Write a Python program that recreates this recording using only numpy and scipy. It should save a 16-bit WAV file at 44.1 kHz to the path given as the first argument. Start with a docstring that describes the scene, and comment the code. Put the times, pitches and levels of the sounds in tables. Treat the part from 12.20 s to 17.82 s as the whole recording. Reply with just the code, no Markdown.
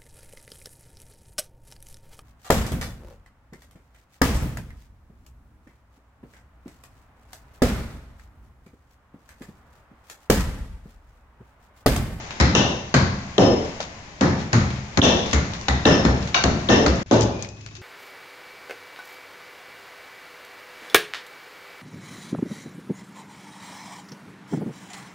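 """A bare room, heard through a dull microphone pair: old plaster is being knocked off a brick wall.
Hammer blows crack the plaster and make the wall thud and boom. Between them, louder blows on a steel
chisel ring and swell; a loose piece clacks, chips land and grit trickles down.
A limiter ducks the loud blows. The sound drops out for a moment; one more heavy blow follows,
over a quieter background with a low hum and a faint rising whistle."""
import sys
import numpy as np
from scipy import signal
from scipy.fft import rfft, irfft, next_fast_len
from scipy.io import wavfile
from scipy.ndimage import uniform_filter1d, minimum_filter1d

SR = 44100
rng = np.random.default_rng(int(sys.argv[2]) if len(sys.argv) > 2 else 0)


def int16_out(signal):
    """Quantize to a 16-bit WAV file."""
    q = np.round(np.clip(np.atleast_2d(signal).T, -1, 1) * 32767)
    wavfile.write(sys.argv[1], SR, q.astype(np.int16))


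N = 247709
SIZE = 32768  # samples in one impact with its tail
LONG = next_fast_len(N + SIZE, True)
T, AGE = np.arange(N) / SR, np.arange(SIZE) / SR  # seconds into the scene, and into one impact
HZ, LONG_HZ = np.fft.rfftfreq(SIZE, 1 / SR), np.fft.rfftfreq(LONG, 1 / SR)
DROPOUT_FROM_S, DROPOUT_TO_S = 4.831, 4.861

# resonances of the brick wall: f/Hz, width/Hz, level/dB
WALL_MODES = [(69.5, 15, -1.5), (125, 5.8, 3.5), (201, 65, 0.5), (281, 24, 1), (352.7, 4.2, 5.5),
              (549, 27, -3)]
# reverberation of the room by band: f/Hz, t60/s, build-up/s
ROOM_BANDS = [(60.4, 0.82, 0.054), (125, 0.9, 0.02), (269, 0.63, 0.0013), (570, 0.7, 0.00085),
              (1300, 0.72, 0.0034), (2840, 0.68, 0.017), (5600, 0.73, 0.0096), (8600, 0.3, 0.0092)]


def wall_blows(room, plate_q=14, thud_hz=105, crack_hz=4800):
    """The hammer cracks and crushes plaster, the loose plate clacks and the wall thuds and booms."""
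    # blows: t/s, force/dB, hardness/(dB/octave), hollow knock/dB, thud/dB, snap/dB, crunch/dB,
    # low, middle and high plate f/Hz, plate/dB, surface crack/dB, boom f/Hz, boom/dB, after-ring/dB
    blows = [ (0.2, -15, 0.2, -1.5, 1, 1, 4.3, 2050, 4000, 5150, 7, -19, 72.1, -13.5, -24.5),
             (0.7407, -14, 0.8, 0, -2, -5, 7, 1100, 1600, 4500, 7, -12, 134.7, -20, -19),
             (2.0092, -17, -1.4, 1.5, -5.5, -10, 1.5, 870, 1790, 5500, 6, -14.5, 220, -21, -23.5),
             (2.3300, -18, 0.1, -1.5, 1, 1, 5, 1250, 2200, 6600, 6, -15, 112, -15, -17),
             (2.7731, -15.5, -1.6, 2.5, 6, 2, 5, 275, 2160, 6300, 7.7, -12, 97, -27, -37),
             (3.1300, -19.5, 1, 1, 0.5, 1.5, 5.8, 2100, 6400, 6800, 6.5, -12.5, 71, -17.5, -33.5),
             (3.483, -20, 0.84, -1.5, -3, 6.5, 2.8, 806, 1950, 3720, 9.8, -14, 68.3, -19, -30),
             (3.8500, -18.5, -1.4, 3.5, -1.5, 8, 5, 810, 1750, 4260, 5.9, -29, 63, -20, -34),
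             (4.2379, -18.5, -1.2, 3, 1, 8, 7.5, 660, 4230, 6500, 8, -7, 69, -21, -33),
             (4.6620, -19.5, -0.15, 3.5, 2, 11, 6, 1236, 2120, 4500, 5.9, -17, 69, -18.5, -36)]
    # colour of an average blow on plaster: f/Hz, level/dB
    plaster_tone = [(80, 1), (200, 1.5), (460, -8.5), (1000, -12.5), (2000, -13.8), (2900, -20),
                    (3700, -19), (5600, -20.3), (8000, -18), (10500, -14), (15000, -21)]
    # broad ringing of the plaster coat: f/Hz, width/Hz, level/dB
    coat_modes = [(1450, 800, 1), (2200, 300, -1), (4250, 380, 2), (5200, 300, -2), (6700, 400, 0)]
    out, wall_db = np.zeros((2, N)), ringing(WALL_MODES)
    for (s, force_db, hardness, knock_db, thud_db, snap_db, crunch_db,
         *plate_hz, plate_db, crack_db, boom_hz, boom_db, ring_db) in blows:
        plate = [(hz, hz / plate_q, plate_db) for hz in plate_hz]
        thud = thud_db / (1 + (HZ / thud_hz) ** 4)
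        modes_db = wall_db + ringing(coat_modes + plate + masonry_modes())
        colour = causal(spot_tone(plaster_tone, hardness, knock_db) + thud + modes_db)
        blow = impact(room, colour, snap_db, snap_s=0.0013,
                      crush_db=crunch_db, crush_s=0.017, window_s=0.12)
        crack = amp(crack_db) * tick(crack_hz, octaves=0.98, contact_s=0.0017)
        bass = amp(boom_db) * boom(boom_hz) + amp(ring_db) * after_ring()
        place(out, s, amp(force_db) * blow + crack + bass)
    return out


def chisel_blows(room, main_db=11, main_width_hz=140):
    """Steel on steel: a tick, clanking modes and a thin ring over the swelling knock of the brick."""
    # blows: t/s, force/dB, hardness/(dB/octave), hollow knock/dB, swell/s, bloom/dB, snap/dB,
    # clank/dB, main clank f/Hz, tick f/Hz, tick/dB, long ring/dB, wall boom/dB
    blows = [ (0.3500, -12, 2.2, 1, 0.001, -5, 8, 2.5, 2850, 6030, -9, -48, -30.5),
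             (1.1802, -10, -0.8, 6.5, 0.00077, -4.5, 9.5, 0, 3050, 3560, -8, -14, -34),
             (2.8166, -10.5, 1.24, 1, 0.015, -4, -5, 5.5, 3450, 3400, -5.5, -21, -45),
             (3.6530, -9.8, -0.8, 0.5, 0.0028, -10.5, 9, 2.5, 1790, 3530, -4.5, -14, -46),
             (4.4880, -11.5, 0.2, 2.5, 0.004, -2, 2, 4, 1820, 3570, -11, -17, -35),
             (4.9110, -12.7, 0.2, 6, 0.00052, -11, 4, -6.5, 6360, 3500, -24, -45, -20.5)]
    # colour of an average blow on the chisel: f/Hz, level/dB
    chisel_tone = [(80, -0.5), (130, -2), (230, 2), (460, -2.8), (1000, -7), (1700, -14.5), (2300, -17.5),
                   (3300, -15.5), (4500, -18), (5800, -16), (10000, -16)]
    # resonances of the chisel: f/Hz, width/Hz, level/dB
    steel_modes = [(1790, 35, 10.5), (2690, 65, 12), (2790, 60, 7), (3050, 65, 9), (3200, 60, 4),
                   (3515, 90, 7), (3700, 200, 4), (4000, 120, 2), (5450, 200, 1), (5880, 300, 4),
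                   (6080, 160, 4)]
    out, wall_db = np.zeros((2, N)), ringing(WALL_MODES)
    for (s, force_db, hardness, knock_db, swell_s, bloom_db, snap_db,
         clank_db, main_hz, tick_hz, tick_db, ring_db, boom_db) in blows:
        modes = steel_modes + [(main_hz, main_width_hz, main_db)]
        clank = [(hz, width, db + clank_db) for hz, width, db in modes]
        modes_db = wall_db + ringing(clank + masonry_modes())
        colour = causal(spot_tone(chisel_tone, hardness, knock_db) + modes_db)
        blow = impact(room, colour, snap_db, snap_s=0.00098,
                      crush_db=-14, crush_s=0.13, window_s=0.063, bloom=amp(bloom_db))
        knock = amp(force_db) * blow * rise(swell_s)
        contact = amp(tick_db) * tick(tick_hz, octaves=0.17, contact_s=0.0015)
        ring = amp(ring_db) * shank_ring()
        place(out, s, knock + contact + ring + amp(boom_db) * boom(hz=112, swell_s=0.078))
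    return out


def impact(room, colour, snap_db, snap_s, crush_db, crush_s, window_s, grit_db=4, bloom=0):
    """A snap, a gritty crush and the spot's own reflections, at unit RMS over the first window_s."""
    bands, decay = room
    start = rng.integers(N)
    reflections = bands[:, :, start:start + SIZE]
    grit = unit(amp(grit_db * wander(SIZE, 64)))  # grains break in clumps
    crush = amp(crush_db) * grit * np.exp(-AGE / crush_s) * rise(snap_s)
    contact = amp(snap_db) * pulse(snap_s) + crush
    hz = np.array(ROOM_BANDS)[:, :1]
    direct = hz ** 2 / (hz ** 2 + 630 ** 2)  # bass reaches the microphones mostly by way of the room
    # the low-mid knock of a heavy blow swells and holds briefly
    swell = bloom * bell(hz, 443, octaves=0.65) * pulse(0.096) ** 2
    envelopes = np.sqrt(decay ** 2 + swell ** 2 + (direct * contact) ** 2)
    response = np.einsum('bcn,bn->cn', reflections, envelopes)
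    sound = irfft(rfft(response) * colour)
    return sound / np.sqrt(np.mean(sound[:, :round(window_s * SR)] ** 2))


def spot_tone(shape, hardness, knock_db, tilt_from_hz=370, tilt_to_hz=3400):
    """The colour of one blow in dB: a hard spot is brighter, a hollow one knocks."""
    octaves = np.log2(np.clip(HZ, tilt_from_hz, tilt_to_hz) / tilt_from_hz)
    hollow = bell(HZ + 1, 481, octaves=0.71)
    return curve(shape, HZ) + hardness * octaves + knock_db * hollow


def masonry_modes(count=14, q=60, db=3):
    """Every spot of masonry has a few narrow resonances of its own."""
    return [(hz, hz / q, db) for hz in np.geomspace(500, 7000, count) * rng.uniform(0.9, 1.1, count)]


def tick(hz, octaves, contact_s):
    """Two hard things meet: a burst of a few milliseconds, straight to the microphones."""
    noise = rfft(rng.standard_normal((2, SIZE)))
    return unit(irfft(noise * bell(HZ + 1, hz, octaves))) * pulse(contact_s)


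def boom(hz, swell_s=0.033):
    """The wall's low mode swells after the blow and is soon damped."""
    return pulse(swell_s) ** 2 * np.sin(2 * np.pi * (hz * AGE + rng.random()))


def after_ring(build_s=0.038, t60_s=0.73):
    """The wall's low modes build up and hum on after the knock."""
    # lingering modes of the wall: f/Hz, level/dB
    low_modes = [(88, -3), (127, 0), (203, -2)]
    hum = sum(amp(db) * np.sin(2 * np.pi * (hz * rng.uniform(0.97, 1.03) * AGE + rng.random()))
              for hz, db in low_modes)
    return hum * rise(build_s) * die_away(t60_s)


def shank_ring(hz=5301, beat_hz=17.5, beat_depth=0.65, build_s=0.082, t60_s=0.64):
    """The chisel's thin ring builds up; a pair of close partials beats as it dies."""
    turns = hz * AGE + rng.random((2, 1))
    pair = np.sin(2 * np.pi * turns) - beat_depth * np.sin(2 * np.pi * (turns + beat_hz * AGE))
    return unit(pair) * rise(build_s) * die_away(t60_s)


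def clack(room, s=4.1437, body_db=-15, contact_db=-10):
    """A hard, loose piece of masonry is struck and rings briefly, with no boom from the wall."""
    # overall colour of the piece: f/Hz, level/dB
    piece_tone = [(100, -11), (400, -5), (900, 0.5), (2500, -3), (5000, -5.5), (6400, -3.5), (7800, -13),
                  (11000, -20.5)]
    # its resonances: f/Hz, width/Hz, level/dB
    piece_modes = [(717, 52, 10), (1060, 23, 10), (1347, 45, 11.5), (1555, 35, 11), (2310, 91, 12.5),
                   (2844, 85, 13), (3780, 140, 11.5), (4460, 70, 15), (5860, 110, 10)]
    out = np.zeros((2, N))
    colour = causal(curve(piece_tone, HZ) + ringing(piece_modes))
    body = impact(room, colour, snap_db=10, snap_s=0.0019,
                  crush_db=5, crush_s=0.038, window_s=0.095, grit_db=1.5)
    contact = tick(2600, octaves=0.39, contact_s=0.0019)
    place(out, s, amp(body_db) * body + amp(contact_db) * contact)
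    return out


def chips(room):
    """Falling pieces of plaster land, each with a short tick."""
    # landings: t/s, level/dB, peak f/Hz, roll-off to both sides/(dB/octave), snap/dB
    landings = [(0.107, -32.5, 2150, 6, 18), (1.602, -31, 750, 11, 20), (1.604, -26, 4800, 5, 19),
                (1.628, -37, 2980, 4, 20), (3.112, -32, 5040, 8, 27), (3.335, -30.5, 3920, 6, 19),
                (3.412, -36.5, 5850, 12, 17), (4.026, -34.5, 4000, 6, 19), (4.074, -30.5, 3100, 2, 16),
                (4.681, -28.5, 4640, 13, 20), (4.758, -33.5, 6600, 7, 18), (5.009, -20, 7400, 12, 27),
                (5.019, -23.5, 6000, 5, 20), (5.224, -26, 7800, 10, 31), (5.247, -38, 2400, 6.5, 26),
                (5.288, -38.5, 6440, 10, 27), (5.409, -45, 6000, 4.5, 23.5), (5.4622, -34.5, 3300, 1.5, 28),
                (5.552, -37, 5220, 4, 24), (5.569, -42.5, 3500, 0.5, 25)]
    out = np.zeros((2, N))
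    for s, db, hz, roll_off, snap_db in landings:
        colour = causal(-roll_off * abs(np.log2((HZ + 150) / hz)))
        chip = impact(room, colour, snap_db, snap_s=0.00066,
                      crush_db=18.5, crush_s=0.022, window_s=0.037, grit_db=-3.5)
        place(out, s, amp(db) * chip)
    return out


def crumbs(per_s=600, spread_db=5.6, clump_db=5, wet_db=7):
    """Grit trickles down: many tiny ticks of uneven size, blurred by the room."""
    # colour of the grit: f/Hz, level/dB
    grit_tone = [(100, 7), (500, 5.5), (2000, 6.1), (4000, 4.2), (6500, 3), (10000, 4.6), (15000, 6.9)]
    sizes = amp(spread_db * np.minimum(rng.exponential(1, N), 5)) * rng.choice([-1, 1], N)
    clumps = amp(clump_db * wander(N, 1800))
    grains = sizes * clumps * (rng.random(N) < per_s / SR)
    direct = unit(rng.standard_normal((2, SIZE)) * np.exp(-AGE / 0.0034))
    tail = unit(rng.standard_normal((2, SIZE)) * die_away(t60_s=0.5))
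    response = rfft(direct + amp(wet_db) * tail, LONG) * amp(curve(grit_tone, LONG_HZ))
    grit = irfft(rfft(grains, LONG) * response)[:, :N]
    return unit(grit) * grit_flow()


def grit_flow(rise_s=0.23, trickle_db=-50.5, later_trickle_db=-48):
    """Gain of the falling grit: each spill swells and runs out, over a thin steady trickle."""
    # spills from the broken plaster: thickest flow t/s, level/dB, run-out time constant/s
    spills = [(0.02, -44, 0.31), (1.52, -40.5, 0.11), (2.22, -31, 0.13), (2.50, -30, 0.17),
              (3.102, -27.5, 0.17), (4.08, -30, 0.29), (4.47, -29, 0.25), (5.24, -28.5, 0.01)]
    before = T < DROPOUT_FROM_S
    flows = [amp(np.where(before, trickle_db, later_trickle_db))]
    for s, db, run_s in spills:
        envelope = np.exp(-np.maximum((s - T) / rise_s, (T - s) / run_s))
        same_side = before == (s < DROPOUT_FROM_S)  # no spill carries across the dropout
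        flows.append(amp(db) * envelope * same_side)
    return np.linalg.norm(flows, axis=0)


def whistle(waver=0.018, fade_s=0.03):
    """A thin, faint whistle that wavers and rises."""
    # course of the whistle: t/s, f/Hz, level/dB
    course = [(5.11, 2420, -46), (5.19, 2420, -44.5), (5.35, 2540, -53.5), (5.46, 2580, -53.5),
              (5.61, 2630, -55)]
    s, hz, db = np.transpose(course)
    pitch = np.interp(T, s, hz) * (1 + waver * wander((2, N), 110))
    envelope = amp(np.interp(T, s, db)) * np.clip((T - s[0]) / fade_s, 0, 1)
    return unit(np.sin(2 * np.pi * np.cumsum(pitch, axis=1) / SR)) * envelope


def faint_tone(s, first_hz, last_hz, db, waver=0.018, fade_s=0.0067):
    """A wavering tone that comes in at s and glides until the end."""
    pitch = np.interp(T, [s, T[-1]], [first_hz, last_hz]) * (1 + waver * wander(N, 300))
    envelope = amp(db) * np.clip((T - s) / fade_s, 0, 1)
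    return unit(np.sin(2 * np.pi * np.cumsum(pitch) / SR)) * envelope


def room_tone(rumble_db=-43):
    """Room noise up to the dropout; after it a low rumble with a hum and a short hoot."""
    # spectrum of the room noise: f/Hz, level/dB
    noise_tone = [(25, 2.5), (65, -2.5), (125, -4), (250, -8.5), (450, -12.5), (850, -6.5), (1400, -13),
                  (2100, -8.5), (3500, -15.5), (6500, -12.5), (9500, -14.5)]
    # its slow changes in loudness: t/s, level/dB
    noise_levels = [(0, -31.5), (.7, -37), (1.5, -32), (1.95, -39), (2.7, -35), (3.3, -32.5), (4.8, -31.5)]
    # spectrum of the rumble: f/Hz, level/dB
    rumble_tone = [(25, 11), (45, 22), (65, 18.5), (100, 17), (130, 20.5), (180, 7), (320, 9), (700, -19),
                   (2000, -5), (2600, -6), (3500, -7), (5600, 2), (6800, 3), (8000, -2), (10000, 2),
                   (15000, -2)]
    # the hum and the hoot: start t/s, first f/Hz, last f/Hz, level/dB
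    tones = [(4.86, 103.4, 106.1, -46.5), (5.579, 358, 366, -49)]
    noise, rumble = (unit(irfft(diffuse_field() * amp(curve(shape, LONG_HZ)))[:, :N])
                     for shape in (noise_tone, rumble_tone))
    before = noise * amp(np.interp(T, *np.transpose(noise_levels)))
    after = amp(rumble_db) * rumble + sum(faint_tone(*row) for row in tones)
    return np.where(T < DROPOUT_FROM_S, before, after)


def room_reflections():
    """Dense reflections split in bands, and the rise and fall of each band."""
    hz, t60_s, build_s = np.transpose(ROOM_BANDS)
    field = diffuse_field()
    weights = [curve(np.transpose([hz, band]), LONG_HZ) for band in np.eye(len(hz))]
    bands = np.array([irfft(field * weight) for weight in weights])
    return bands, die_away(t60_s[:, None]) * rise(build_s[:, None])


def diffuse_field():
    """Spectrum of white noise at the two microphones: alike in the bass, unrelated in the treble."""
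    # likeness of left and right: f/Hz, coherence
    coherence = [(100, 0.99), (240, 0.95), (470, 0.76), (940, 0.097), (1800, -0.15), (3700, -0.15),
                 (7400, 0.11)]
    left, other = rfft(rng.standard_normal((2, LONG)))
    same = curve(coherence, LONG_HZ)
    return np.array([left, same * left + np.sqrt(1 - same ** 2) * other])


def place(mix, s, sound, dip_s=2.799, dip_db=-13):
    """Adds a sound at s; a tail is damped if it rings past dip_s, and does not outlast the dropout."""
    end = round(DROPOUT_TO_S * SR) if s < DROPOUT_FROM_S else N
    damping = amp(dip_db * np.clip((s + AGE - dip_s) / 0.004, 0, 1) * (s < dip_s))
    part = mix[:, round(s * SR):end][:, :SIZE]
    part += (sound * damping)[:, :part.shape[1]]


def ringing(modes):
    """The rise in dB that damped modes give to a flat spectrum."""
    power = sum(amp(db) ** 2 / (1 + (2 * (HZ - hz) / width) ** 2) for hz, width, db in modes)
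    return 10 * np.log10(1 + power)


def causal(db):
    """The minimum-phase filter with this gain: nothing sounds ahead of a blow."""
    cepstrum = irfft(np.log(amp(db)))
    half = len(cepstrum) // 2
    cepstrum[1:half] *= 2
    cepstrum[half + 1:] = 0
    return np.exp(rfft(cepstrum))


def curve(points, hz):
    """Joins (f/Hz, value) points by straight lines on a log frequency axis."""
    f, value = np.transpose(points)
    return np.interp(np.log(hz + 1), np.log(f + 1), value)


def bell(hz, centre_hz, octaves):
    """A Gaussian band on a log frequency axis."""
    return np.exp(-0.5 * (np.log2(hz / centre_hz) / octaves) ** 2)


def wander(shape, samples):
    """Noise smoothed over this many samples, at unit RMS."""
    return unit(uniform_filter1d(rng.standard_normal(shape), size=samples))


def pulse(peak_s):
    """An envelope that reaches 1 at peak_s and falls away."""
    return AGE / peak_s * np.exp(1 - AGE / peak_s)


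def rise(build_s):
    return 1 - np.exp(-AGE / build_s)


def die_away(t60_s):
    return amp(-60 * AGE / t60_s)


def amp(db):
    return 10 ** (np.asarray(db) / 20)


def unit(x):
    return x / np.sqrt(np.mean(x ** 2) + 1e-20)


def limiter(x, ceiling_db=-2.5, ahead_s=0.009, recovery_db_per_s=150):
    """Looks ahead for bursts of power, ducks just before them and recovers over the tail."""
    power = uniform_filter1d(x ** 2, size=4, axis=1).max(0)
    over_db = np.maximum(10 * np.log10(abs(power) + 1e-12) - ceiling_db, 0)
    ahead = 2 * round(ahead_s * SR / 2) + 1
    coming_db = -minimum_filter1d(-over_db, ahead, origin=-(ahead // 2))
    recovery_db = recovery_db_per_s * T
    duck_db = np.maximum.accumulate(coming_db + recovery_db) - recovery_db
    return x * amp(-uniform_filter1d(duck_db, size=128))


def scene():
    """The work on the wall, the falling debris and the background, as they reach the microphones."""
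    room = room_reflections()
    work = wall_blows(room) + chisel_blows(room) + clack(room)
    debris = chips(room) + crumbs()
    return work + debris + room_tone() + whistle()


def record(dry):
    """A dull microphone pair, duller on the right; then the limiter, the dropout and the band limit."""
    # response of the microphones: f/Hz, level/dB
    response = [(25, -6.5), (45, -5.5), (62, 4), (6800, -3), (7550, -14), (8300, -26), (10500, -32.5),
                (13500, -46), (15000, -43)]
    # right microphone against the left: f/Hz, level/dB
    right_offset = [(500, -1), (1500, -1), (2500, -2.5), (4200, -5), (5500, -12.5), (7000, -15.5),
                    (10000, -2.5)]
    dropout_db, edge_hz = -27, 15800
    left_db = curve(response, LONG_HZ)
    pair = np.array([causal(left_db), causal(left_db + curve(right_offset, LONG_HZ))])
    heard = limiter(irfft(rfft(dry, LONG) * pair)[:, :N])
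    in_dropout = (T > DROPOUT_FROM_S) & (T < DROPOUT_TO_S)
    gain = uniform_filter1d(amp(dropout_db * in_dropout), size=64)
    lowpass = signal.firwin(511, edge_hz, window=("kaiser", 9), fs=SR)
    return signal.oaconvolve(heard * gain, lowpass[None], "same")


dry = scene()
out = record(dry)
int16_out(out)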